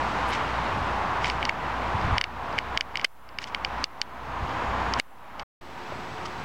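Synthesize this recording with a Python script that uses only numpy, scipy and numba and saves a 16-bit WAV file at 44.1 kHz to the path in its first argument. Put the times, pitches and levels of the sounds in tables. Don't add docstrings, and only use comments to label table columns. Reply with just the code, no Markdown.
import sys
import numpy as np
from scipy import signal
from scipy.fft import rfft, irfft
from scipy.io import wavfile
from scipy.ndimage import uniform_filter1d, minimum_filter1d
from numba import njit

SR = 44100
rng = np.random.default_rng(int(sys.argv[2]) if len(sys.argv) > 2 else 0)


def unload_wav(signal):
    wavfile.write(
        sys.argv[1],
        SR,
        np.round(np.clip(np.atleast_2d(signal).T, -1, 1) * 32767).astype(np.int16),
    )


N = 284004
TIME = np.arange(N) / SR
PAUSE_START_S, PAUSE_END_S = 5.432, 5.612


def from_db(db):
    return 10 ** (np.asarray(db) / 20)

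def unit(x):
    return x / np.sqrt(np.mean(x ** 2))

def curve(rows):
    return np.interp(TIME, *np.transpose(rows))

def wander(rate):
    hz = np.arange(N // 2 + 1) * SR / N
    return unit(irfft(rfft(rng.standard_normal(N)) / (1 + (hz / rate) ** 4), N))

def noise(colour):
    hz, db = np.transpose(colour)
    bins = np.arange(1, N // 2 + 2) * SR / N
    gain = from_db(np.interp(np.log(bins), np.log(hz), db))
    return unit(irfft(rfft(rng.standard_normal(N)) * gain, N))

def lowpass(x, hz, order=2):
    return signal.sosfilt(signal.butter(order, min(hz, SR / 2 - 1), fs=SR, output="sos"), x)

def swell(middle, length):
    return np.exp(-2 * ((TIME - middle) / length) ** 2)

def far_roar(colour, flicker_db=0.96, flicker_hz=7):
    rest, out = noise(colour), 0
    for hz in 125 * 2 ** np.arange(6):
        band = signal.sosfiltfilt(signal.butter(2, hz, fs=SR, output="sos"), rest)
        rest = rest - band
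        out += band * from_db(flicker_db * wander(flicker_hz))
    return unit(out + rest)

def tones(rows, waver, flutter_db, rate):
    out = 0
    for hz, db in rows:
        level = np.sqrt(2) * from_db(db + flutter_db * wander(rate))
        cycles = np.cumsum(hz * (1 + waver * wander(rate))) / SR
        out += level * np.sin(2 * np.pi * cycles)
    return out


# (frequency [Hz], relative level [dB])
ROAD_COLOUR = [(15, -50), (25, -12), (45, -15), (95, -10), (155, -9.5), (250, -8.5), (400, -11.5),
               (600, -8.5), (780, -3), (990, -1.1), (1350, -7), (2900, -19), (7600, -38.5), (14000, -52.5)]

def traffic(road_db=-27.5, tyre_hiss_db=-3, car_hiss_db=4, recede_s=0.78):
    hiss_db = tyre_hiss_db + car_hiss_db * np.exp(-(TIME / recede_s) ** 2)
    road = far_roar(ROAD_COLOUR)
    body = lowpass(road, 2000, order=1)
    return from_db(road_db) * (body + from_db(hiss_db) * (road - body))


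# (pitch [Hz], average level [dB])
ENGINE_TONES = [(59.2, -40.5), (88, -48), (121, -48)]
# (time [s], throb rate [Hz])
ENGINE_THROB = [(0, 4.1), (1.2, 2.1), (3.4, 2.1), (5.4, 1.3)]

def engines(second_strength=0.51):
    hz, db = ENGINE_TONES[0]
    cycles = np.cumsum(hz * (1 + 0.0044 * wander(3))) / SR
    lead = np.cumsum(curve(ENGINE_THROB)) / SR
    drone = np.sin(2 * np.pi * cycles) + second_strength * np.sin(2 * np.pi * (cycles + lead))
    overtones = tones(ENGINE_TONES[1:], waver=.014, flutter_db=3, rate=4.7)
    return np.sqrt(2) * from_db(db) * drone + overtones


# (pitch [Hz], width [Hz], relative level [dB])
CASE_NOTES = [(1960, 310, -6), (2260, 260, 5), (2934, 340, 5), (3650, 160, -8.5), (4746, 700, 0.5),
              (5260, 470, -5.5), (7660, 830, -22), (8700, 650, -25)]

def case_notes(brightness):
    hz, width, db = np.transpose(CASE_NOTES)
    octaves = np.log2(np.clip(hz, hz[1], hz[4]) / hz[1])
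    return hz, width, from_db(db + brightness * octaves)


# (middle [s], length [s], level [dB], brightness [dB per octave])
FINGER_RUBS = [(.333, 0.043, -30.5, -15), (1.272, .06, -34.5, -7), (3.428, 0.028, -27.5, -8),
               (3.481, 0.019, -30.5, -4), (4.993, 0.025, -37, -11), (5.4, .014, -37.5, -13.5),
               (6.259, 0.0094, -38, 3)]
# (middle [s], length [s], level [dB])
FINGER_BRUSHES = [(.305, 0.039, -44), (3.0472, .0014, -2), (4.997, .003, -28)]

def rubs(grain_db=4, brush_hz=11500):
    catches = rng.standard_normal(N) * from_db(grain_db * wander(400))
    hz, width, _ = case_notes(0)
    filters = [signal.iirpeak(f, f / (2 * w), fs=SR) for f, w in zip(hz, width)]
    rings = np.array([signal.lfilter(b, a, catches) for b, a in filters])
    hiss = unit(np.diff(lowpass(catches, brush_hz), prepend=0))
    out = hiss * sum(from_db(db) * swell(s, length) for s, length, db in FINGER_BRUSHES)
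    for s, length, db, brightness in FINGER_RUBS:
        _, _, strength = case_notes(brightness)
        out += from_db(db) * swell(s, length) * unit(lowpass(strength @ rings, 6800))
    return out


# (frequency [Hz], relative level [dB])
WIND_COLOUR = [(15, -16.5), (45, 0), (110, 3), (170, -8), (300, -23), (900, -59)]
# (middle [s], length [s], level [dB])
WIND_PUFFS = [(.79, .12, -35.5), (1.955, 0.021, -26.5), (2.051, .04, -21.5), (2.14, 0.047, -23.5),
              (4.289, 0.01, -22), (4.435, 0.038, -29), (4.692, 0.041, -29.5)]

def wind():
    return noise(WIND_COLOUR) * sum(from_db(db) * swell(s, length) for s, length, db in WIND_PUFFS)


def faint_ticks(count=14, db=-31, spread_db=8, brightness=6):
    return [(when * PAUSE_START_S, db + spread_db * (size - .5), brightness)
            for when, size in rng.random((count, 2))]


# (time [s], level before gain control [dB], brightness [dB per octave])
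FINGER_CLICKS = [(1.2445, -11, -8.5), (1.2566, -13.5, -11), (1.2995, -9.5, 0), (1.4276, -12, -11.5),
                 (1.4524, -8, 9), (1.4918, -13.5, -13), (1.494, -4.5, -13), (2.1815, -0.5, -2.5),
                 (2.2128, 3.5, 1.5), (2.2404, 3, 0), (2.581, -12.5, -17), (2.587, -1.5, -5.5),
                 (2.7745, 4, -1.5), (2.809, 7, 0), (2.956, -2, -10), (2.9721, -3, 4), (2.9957, -9, -13),
                 (3.0136, -13.5, 1), (3.045, 2.5, -3), (3.047, 19, -6), (3.0489, 21.5, 0), (3.29, -13.5, 5),
                 (3.3865, 2.5, -2.5), (3.441, -5, 5), (3.547, -1, -4.5), (3.648, 0, -1), (3.8413, 14, 10.5),
                 (4.0158, 10.5, 10), (4.9376, -9.5, 13), (4.9983, 20.5, -1.5), (5.396, -9, 3.5)]

def clicks(detune=.025, rise_cycles=0.46, contact_s=0.0011, halving_db=22, stereo_spread_s=.000006,
           crack_db=-17, crack_s=0.00041, crack_hz=3200, tail_db=-35, tail_s=0.009):
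    out, t = np.zeros((2, N)), np.arange(2048) / SR
    for s, db, brightness in FINGER_CLICKS + faint_ticks():
        hz, width, strength = case_notes(brightness)
        hz = hz * (1 + detune * rng.standard_normal(len(hz)))
        push_s = contact_s * 2 ** (-brightness / halving_db)
        rise = 1 - np.exp(-np.outer(hz, t) / rise_cycles)
        decay = np.exp(-np.pi * np.outer(width, np.maximum(t - push_s, 0)))
        ring = np.array([strength @ (rise * decay * np.sin(2 * np.pi * np.outer(hz, t - lag)))
                         for lag in (0, stereo_spread_s)])
        ring /= np.linalg.norm(strength) * np.sqrt(2)
        grit = unit(np.diff(lowpass(rng.standard_normal(len(t) + 1), crack_hz, order=3)))
        crack = grit * (from_db(crack_db) * np.exp(-t / crack_s) + from_db(tail_db) * np.exp(-t / tail_s))
        start = int(s * SR)
        out[:, start:start + len(t)] += from_db(db) * (ring + crack)
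    return out


# (time [s], pitch [Hz])
ZOOM_PITCH = [(3.4, 5500), (3.7, 5650), (4.4, 6600), (4.95, 6860)]

def zoom_motor(db=-65, roughness=.025, rough_hz=250):
    hz = curve(ZOOM_PITCH) * (1 + roughness * wander(rough_hz))
    moving = (TIME > ZOOM_PITCH[0][0]) & (TIME < ZOOM_PITCH[-1][0])
    return from_db(db) * moving * unit(np.sin(2 * np.pi * np.cumsum(hz) / SR))


# (frequency [Hz], relative level [dB])
SOFT_ROAD_COLOUR = [(15, -44), (25, -15), (44, -8), (96, -0.5), (335, -4), (363, -4.5), (403, -10.5),
                    (436, -6), (498, -10), (539, -7), (940, -0.5), (2380, -12.5), (5120, -23),
                    (14000, -45.5)]
# (pitch [Hz], average level once faded up [dB])
WHINE_AND_WHISTLE = [(361, -52.5), (436, -53), (537, -55), (743, -50), (921, -51), (1227, -64),
                     (2616, -60.5), (7876, -68)]

def quiet_bank(road_db=-36, fade_depth_db=4.5, fade_s=0.28):
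    fade_db = -fade_depth_db * np.exp(-np.maximum(TIME - PAUSE_END_S, 0) / fade_s)
    faint_tones = tones(WHINE_AND_WHISTLE, waver=.0015, flutter_db=1.5, rate=9.6)
    return from_db(fade_db) * (from_db(road_db) * far_roar(SOFT_ROAD_COLOUR) + faint_tones)


# (time [s], pitch [Hz], starting level [dB], fade time [s])
WATER_PLOPS = [(5.922, 594, -26, 0.0057), (5.929, 95, -32, 0.01), (6.254, 1240, -28, 0.0065)]

def plops():
    out = 0
    for s, hz, db, fade_s in WATER_PLOPS:
        t = np.maximum(TIME - s, 0)
        out += from_db(db) * np.exp(-t / fade_s) * np.sin(2 * np.pi * hz * t)
    return out


def scene():
    switch_s = (PAUSE_START_S + PAUSE_END_S) / 2
    background = np.where(TIME < switch_s, traffic() + engines(), quiet_bank())
    return background + wind() + plops() + clicks() + rubs() + zoom_motor()

@njit
def gain_control(over_db, attack, release, knee_db):
    out, cut = np.empty(len(over_db)), 0.
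    for i in range(len(over_db)):
        if over_db[i] > cut:
            cut += attack * (over_db[i] - cut)
        else:
            cut -= release * cut / (cut + knee_db)
        out[i] = cut
    return out

def limiter(x, ceiling=.35, size=13):
    peak = uniform_filter1d(-minimum_filter1d(-np.abs(x).max(axis=0), size=size), size=size)
    return x / (1 + (peak / ceiling) ** 4) ** (1 / 4)

def record(dry, threshold_db=-13.0, attack_s=0.00012, release_db_per_s=58, knee_db=5.5, lag_s=.001,
           treble_hz=8500, top_hz=15900, shared_hiss_db=-71, own_hiss_db=-63, offset=.006):
    over_db = 20 * np.log10(np.abs(dry.mean(axis=0)) + 1e-9) - threshold_db
    cut_db = gain_control(over_db, min(1., 1 / (attack_s * SR)), release_db_per_s / SR, float(knee_db))
    late_cut_db = np.interp(TIME - lag_s, TIME, cut_db)
    sound = lowpass(limiter(dry * from_db(-late_cut_db)), treble_hz)
    shared_hiss = from_db(shared_hiss_db) * rng.standard_normal(N)
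    own_hiss = from_db(own_hiss_db) * np.diff(rng.standard_normal((2, N + 1))) / 2
    running = uniform_filter1d(1. * ((TIME < PAUSE_START_S) | (TIME > PAUSE_END_S)), size=200)
    top_cut = signal.ellip(10, .2, 70, top_hz, fs=SR, output="sos")
    return signal.sosfilt(top_cut, (sound + shared_hiss + own_hiss + offset) * running)


dry = scene()
out = record(dry)
unload_wav(out)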